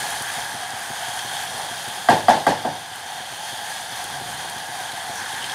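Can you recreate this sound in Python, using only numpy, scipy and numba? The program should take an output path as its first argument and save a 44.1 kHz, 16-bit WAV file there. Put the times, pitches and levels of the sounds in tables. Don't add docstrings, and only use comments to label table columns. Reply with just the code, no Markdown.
import sys
import numpy as np
from scipy import signal
from scipy.fft import rfft, irfft
from scipy.io import wavfile
from scipy.ndimage import uniform_filter1d
from numba import njit

SR = 44100
rng = np.random.default_rng(int(sys.argv[2]) if len(sys.argv) > 2 else 0)


def generate_wav(sig):
    pcm = np.round(np.clip(np.atleast_2d(sig).T, -1, 1) * 32767).astype(np.int16)
    wavfile.write(sys.argv[1], SR, pcm)


def voltage_ratio(level):
    return 10 ** (np.asarray(level, float) / 20)


N = 244314
T = np.arange(N) / SR

# time in seconds, vigour in dB, brightness in dB.
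FRYING_COURSE = [(0.0, -27.5, 0.5), (0.69, -30.5, -1.5), (1.42, -30, 1), (1.85, -31.5, 0.5),
                 (2.33, -34.5, 2), (2.62, -36.5, -0.5), (2.92, -36, -0.5), (3.47, -33, 1.5),
                 (3.93, -32.5, 0.5), (5.18, -32.5, -1), (5.32, -32.5, 2), (5.54, -30, -1.5)]
# centre in Hz, width in Hz, level in dB.
POT_AIR = [(1630, 234, -0.5), (1923, 255, -10.5), (3260, 400, -6.5), (3714, 245, -11.5), (4160, 290, -14),
           (4650, 450, -14.5), (5225, 270, -13.5), (6150, 740, -9), (6880, 620, -10.5), (8520, 690, -8),
           (9090, 410, -4.5), (9950, 180, -5.5), (10580, 1200, -10)]
# frequency in Hz, density in dB per Hz.
CRACKLE_COLOUR = [(500, -24.5), (1000, -7), (1300, -10.5), (2500, -16.5), (4500, -29), (7500, -13.5),
                  (10500, -14), (12500, -10), (15800, -13)]
# frequency in Hz, density in dB per Hz.
RUMBLE_COLOUR = [(18, -44), (30, -11), (43, -16), (92, 1.5), (139, 3), (360, -4.5), (579, 2), (650, -24.5),
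                 (840, 4.5), (1430, -120)]
# centre in seconds, half length in seconds, change in dB.
HEAVES = [
    (1.55, 0.14, 2),
    (2.1, .03, -6),
    (2.26, 0.092, 11.5),
    (2.697, .06, 7),
    (2.88, 0.075, -4),
    (4.29, 0.12, 4.5),
    (5.5, .2, 3),
]
# start in seconds, peak in dB.
PLOPS = [(0.02, -30), (0.203, -29), (0.368, -31), (0.536, -29.5), (0.728, -34), (0.897, -27), (1.077, -31),
         (1.243, -29), (1.537, -31), (1.707, -31), (1.872, -29), (2.789, -44), (2.909, -39), (3.053, -39),
         (3.197, -33), (3.32, -37), (3.523, -31), (3.917, -33), (4.044, -36), (4.207, -28), (4.291, -38),
         (4.442, -33), (4.557, -32), (4.686, -33), (4.804, -34), (4.927, -32), (5.09, -29), (5.21, -33),
         (5.328, -32), (5.429, -35)]
# start in seconds, peak in dB, pitch in Hz.
SPITS = [(0.2224, -18, 8800), (0.7048, -24, 9090), (0.8111, -34, 9100), (1.0859, -23, 9100),
         (1.5389, -21, 9150), (1.5793, -21, 9500), (1.8845, -20, 9100), (2.0981, -15.5, 9100),
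         (2.2912, -18, 8300), (2.469, -16.5, 9100), (2.4947, -20, 9080), (2.9592, -29, 8800),
         (3.0654, -27, 8980), (3.7534, -31, 9040), (4.0413, -23, 9000), (4.1729, -28, 9010),
         (4.4982, -27, 8680), (4.5855, -27, 8800), (4.7391, -28, 8620), (4.7646, -26, 8600),
         (4.8304, -32, 8540), (4.919, -26, 9050), (5.1567, -22, 8410), (5.4625, -23, 8330)]
# start in seconds, peak in dB, pitch in Hz.
SNAPS = [(1.1533, -29, 3150), (1.1913, -15, 3240), (1.3674, -17, 3290), (2.86, -23, 3360),
         (3.2124, -27, 3260), (4.9182, -18.5, 4070), (5.425, -18, 3040), (5.442, -14, 3140),
         (5.4974, -17, 3400), (5.5194, -16, 3220)]
# start in seconds, peak in dB, pitch in Hz.
TICKS = [(0.1046, -30, 12500), (0.2224, -32, 12500), (2.089, -32, 12500), (2.2904, -32, 12500),
         (2.4673, -36, 12500), (2.9587, -36, 12500), (4.0407, -32.5, 12500), (4.4974, -33, 12500)]
# centre in seconds, half length in seconds, resonance in Hz, width in Hz, level in dB.
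SHIFTS = [
    (1.605, 0.06, 790, 150, -34),
    (2.8, 0.12, 140, 50, -53.5),
    (4.26, 0.17, 129, 50, -46.5),
    (5.179, .03, 6100, 1400, -39),
    (5.217, 0.039, 1630, 160, -33),
    (5.377, 0.029, 1630, 160, -35),
    (5.446, 0.031, 3100, 350, -36.5),
    (5.509, 0.016, 3430, 500, -36),
]
# start in seconds, peak in dB, brightness in dB, low thud in dB.
KNOCKS = [
    (2.087, 2, -11, 0.5),
    (2.2836, 1, -10.5, -0.5),
    (2.4665, -1.5, -10, 1.5),
    (2.6480, -9, -18.5, 1.5),
]
# frequency in Hz, level in dB, 60 dB decay in seconds.
RIM_MODES = [(106, -27, 0.73), (151.9, -24.5, 0.69), (237.4, -6.5, 0.12), (298, -16.5, 0.14), (364, -13, 0.12),
             (482.5, -18, 0.27), (526, -25.5, .08), (664, -3, 0.09), (735, 3, 0.12), (790, -15, .025),
             (830, -11, 0.26), (868, -8, 0.34), (920, -21, 0.027),
             (1157, 0, 0.035), (1595, -5, 0.094), (1680, -16, 0.048), (1920, -4.5, 0.027), (2040, -10, 0.032),
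        (3170, -15, 0.063), (4810, -16.5, 0.037)]
# frequency in Hz, density in dB per Hz.
RATTLE_COLOUR = [(1500, -2.5), (2500, 3), (3500, 6), (4600, 1), (6000, -3.5), (9000, -9), (12000, -13),
                 (15800, -30)]
# frequency in Hz, density in dB per Hz.
KITCHEN_COLOUR = [(60, -34), (130, -12), (250, -10), (420, -10.5), (560, -7), (760, -1), (950, -4.5),
                  (1250, -20), (1700, -10), (2100, -20), (2500, -37), (4000, -41)]
# frequency in Hz, gain in dB.
MICROPHONE = [(25, -6), (60, -0.15), (3800, 0.5), (3960, -3.5), (4120, 1.5), (11300, 0), (11900, -6.5),
              (15620, -9), (15720, -70)]


def level(x, db):
    return x * voltage_ratio(db) / np.sqrt(np.mean(x ** 2))


def colour(x, points):
    hz, db = np.transpose(points)
    f = np.fft.rfftfreq(len(x), 1 / SR) + 1
    return irfft(rfft(x) * voltage_ratio(np.interp(np.log(f), np.log(hz), db)), len(x))


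def band(x, low_hz, high_hz):
    return signal.sosfilt(signal.butter(3, [low_hz, high_hz], "band", fs=SR, output="sos"), x)


@njit
def resonance(x, hz, width):
    y, band_state, low_state = np.empty(len(x)), 0., 0.
    for i in range(len(x)):
        g, damping = np.tan(np.pi * hz[i] / SR), width / hz[i]
        v = (band_state + g * (x[i] - low_state)) / (1 + g * (g + damping))
        band_state = 2 * v - band_state
        low_state = low_state + 2 * g * v
        y[i] = damping * v
    return y


def walk(rate):
    hold = int(SR / rate)
    steps = np.repeat(rng.standard_normal(N // hold + 1), hold)
    return 0.73 * uniform_filter1d(uniform_filter1d(steps, hold), hold)[:N]


def add(out, s, x):
    i = int(s * SR)
    out[i:i + len(x)] += x[:N - i]


def layer_db(offset_db, vigour_share, bright_share):
    usual_db, duck_depth_db, recover_s = -33, 0.17, 0.55
    s, vigour_db, bright_db = np.transpose(FRYING_COURSE)
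    duck_db = 0
    for at, knock_db, *_ in KNOCKS:
        recovery = (T > at) * np.exp(-np.abs(T - at) / recover_s)
        duck_db = duck_db + duck_depth_db * voltage_ratio(knock_db) * recovery
    vigour_change_db = np.interp(T, s, vigour_db) - usual_db
    return (usual_db + offset_db + vigour_share * vigour_change_db
            + bright_share * np.interp(T, s, bright_db) - duck_db)


def crackle(rate, spread_db):
    chance = rng.random((3, N))
    size_db = spread_db * np.minimum(-np.log(1 - chance[1]), 5.5)
    clicks = voltage_ratio(size_db) * np.sign(chance[2] - 0.5)
    return level((chance[0] < rate / SR) * clicks, 0)


def frying():
    shake_s, rise_hz, sag_s, open_db, damp_db = 5.16, 80, 0.24, 2, 0.5
    shaken = np.clip((T - shake_s) / 0.029, 0, 1)
    hollow_db = layer_db(-3.5, vigour_share=0.75, bright_share=-0.3) - damp_db * shaken
    second_db = layer_db(-4.5, vigour_share=0.88, bright_share=-0.6) + open_db * shaken
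    middle_db = layer_db(-3, vigour_share=0.72, bright_share=0.7)
    high_db = layer_db(-5.5, vigour_share=0.99, bright_share=0.6)
    surge_db = 1.2 * walk(18)

    hollow_hz = 788 + rise_hz * shaken * np.exp(-np.abs(T - shake_s) / sag_s)
    clicks = crackle(5000, 2.0) * voltage_ratio(surge_db + 1.04 * walk(11))
    hollow = resonance(resonance(clicks, hollow_hz * 0.905, 85.0), hollow_hz * 1.1, 138.0)

    sizzle = colour(crackle(10000, 3.0) * voltage_ratio(surge_db + 0.66 * walk(35)), CRACKLE_COLOUR)
    for hz, width, db in POT_AIR:
        clicks = crackle(6000, 2.9) * voltage_ratio(surge_db + db + 0.81 * walk(27.98))
        centre = hz * (1 + 0.016 * walk(7) + 0.0063 * shaken)
        stage = resonance(clicks, centre, 1.39 * width)
        sizzle = sizzle + resonance(stage, centre, 1.39 * width)

    second = level(band(sizzle, 300, 2500), second_db)
    middle = level(band(sizzle, 2500, 4800), middle_db)
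    high = level(band(sizzle, 4800, 19000) * voltage_ratio(0.7 * walk(30)), high_db)
    return level(hollow, hollow_db) + second + middle + high


def simmer():
    heave_db = sum(db * np.exp(-0.5 * ((T - s) / half_s) ** 2) for s, half_s, db in HEAVES)
    rumble = colour(rng.standard_normal(N), RUMBLE_COLOUR) * voltage_ratio(1.6 * walk(7.22))
    return level(rumble, layer_db(-15, vigour_share=0.55, bright_share=0.1) + heave_db)


def steam_vent():
    t = np.arange(2600) / SR

    def burst(at, wide):
        u = (t - at) / wide
        return u * np.exp(0.5 - 0.5 * u ** 2)

    heave = np.sin(2 * np.pi * 125 * t) * (t / 0.014) * np.exp(1 - t / 0.01)
    plop = burst(0.00732, 0.00048) + 0.61 * burst(0.01542, 0.00094) + 0.18 * heave
    out = np.zeros(N)
    for s, db in PLOPS:
        add(out, s, voltage_ratio(db - 1.5) * plop)
    return out


def droplets(table, ring_s, hiss_gain):
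    t, out = np.arange(700) / SR, np.zeros(N)
    for s, db, hz in table:
        noise = rng.standard_normal(len(t))
        ring = np.sin(2 * np.pi * hz * t)
        hiss = hiss_gain * resonance(noise, hz + 0 * t, 1.5 * hz)
        wisp = voltage_ratio(-16) * np.diff(noise, prepend=0)
        add(out, s, voltage_ratio(db - 8.5) * np.exp(-t / ring_s) * (ring + hiss + wisp))
    return out


def shifting_food():
    out, t = np.zeros(N), np.arange(-SR // 2, SR // 2) / SR
    for s, half_s, hz, width, db in SHIFTS:
        rustle = resonance(rng.standard_normal(len(t)), hz + 0 * t, width + 0.)
        add(out, s + t[0], level(rustle, db) * np.exp(-0.5 * (t / half_s) ** 2))
    return out


def struck_modes(t, bright_db, thud_db):
    ring = np.zeros(len(t))
    for k, (hz, db, t60) in enumerate(RIM_MODES):
        db_chance, hz_chance = rng.standard_normal(2)
        mode_db = db + 1.6 * db_chance + thud_db * (hz < 600) + (bright_db + 9.5) * (hz > 1000)
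        tone = np.sin(2 * np.pi * hz * (1 + 0.0084 * hz_chance) * t)
        build = 1 - np.exp(-t * hz ** 2 / 380)
        ring += (-1) ** k * voltage_ratio(mode_db) * tone * voltage_ratio(-60 * t / t60) * build
    return ring


def kitchen_answer(t, bright_db, thud_db):
    t60_s = 0.34
    contact = [(550, thud_db), (640, -0.5), (720, 3.0), (900, -0.5), (990, -1), (1200, bright_db + 9)]
    echo = colour(colour(rng.standard_normal(len(t)), KITCHEN_COLOUR), contact)
    echo_db = 2.5 + 0.17 * (bright_db + 9.5)
    return level(echo, echo_db - 3) * np.clip(t / 0.017, 0, 1) * voltage_ratio(-60 * t / t60_s)


def spoon():
    t, out = np.arange(SR // 2) / SR, np.zeros(N)
    for s, db, bright_db, thud_db in KNOCKS:
        ring = struck_modes(t, bright_db, thud_db)
        grit = rng.standard_normal(len(t))
        crack = voltage_ratio(-27 + bright_db + 11) * np.diff(grit, prepend=0) * np.exp(-t / 0.003)
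        rattle_db = bright_db + 11.5
        rattle = level(colour(grit, RATTLE_COLOUR), rattle_db - 15)
        rattle = rattle * (1 - np.exp(-t / 0.012)) * np.exp(-t / 0.052)
        echo = kitchen_answer(t, bright_db, thud_db)
        add(out, s, voltage_ratio(db - 8.5) * (crack + ring + rattle + echo))
    return out


def scene():
    pot = frying() + simmer() + steam_vent()
    ticks = voltage_ratio(8) * droplets(TICKS, ring_s=0.003, hiss_gain=2.7)
    spits = droplets(SPITS, ring_s=0.0023, hiss_gain=1.3)
    snaps = droplets(SNAPS, ring_s=0.004, hiss_gain=1.1)
    return (pot + ticks + spits + snaps + shifting_food() + spoon())[None]


def low_pass(x):
    return signal.sosfilt(signal.butter(12, 15940, fs=SR, output="sos"), x)


def record(dry):
    rounded = np.tanh(dry[0] + 0.15 * dry[0] ** 3)
    return low_pass(colour(rounded, MICROPHONE)[None])


dry = scene()
out = record(dry)
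generate_wav(out)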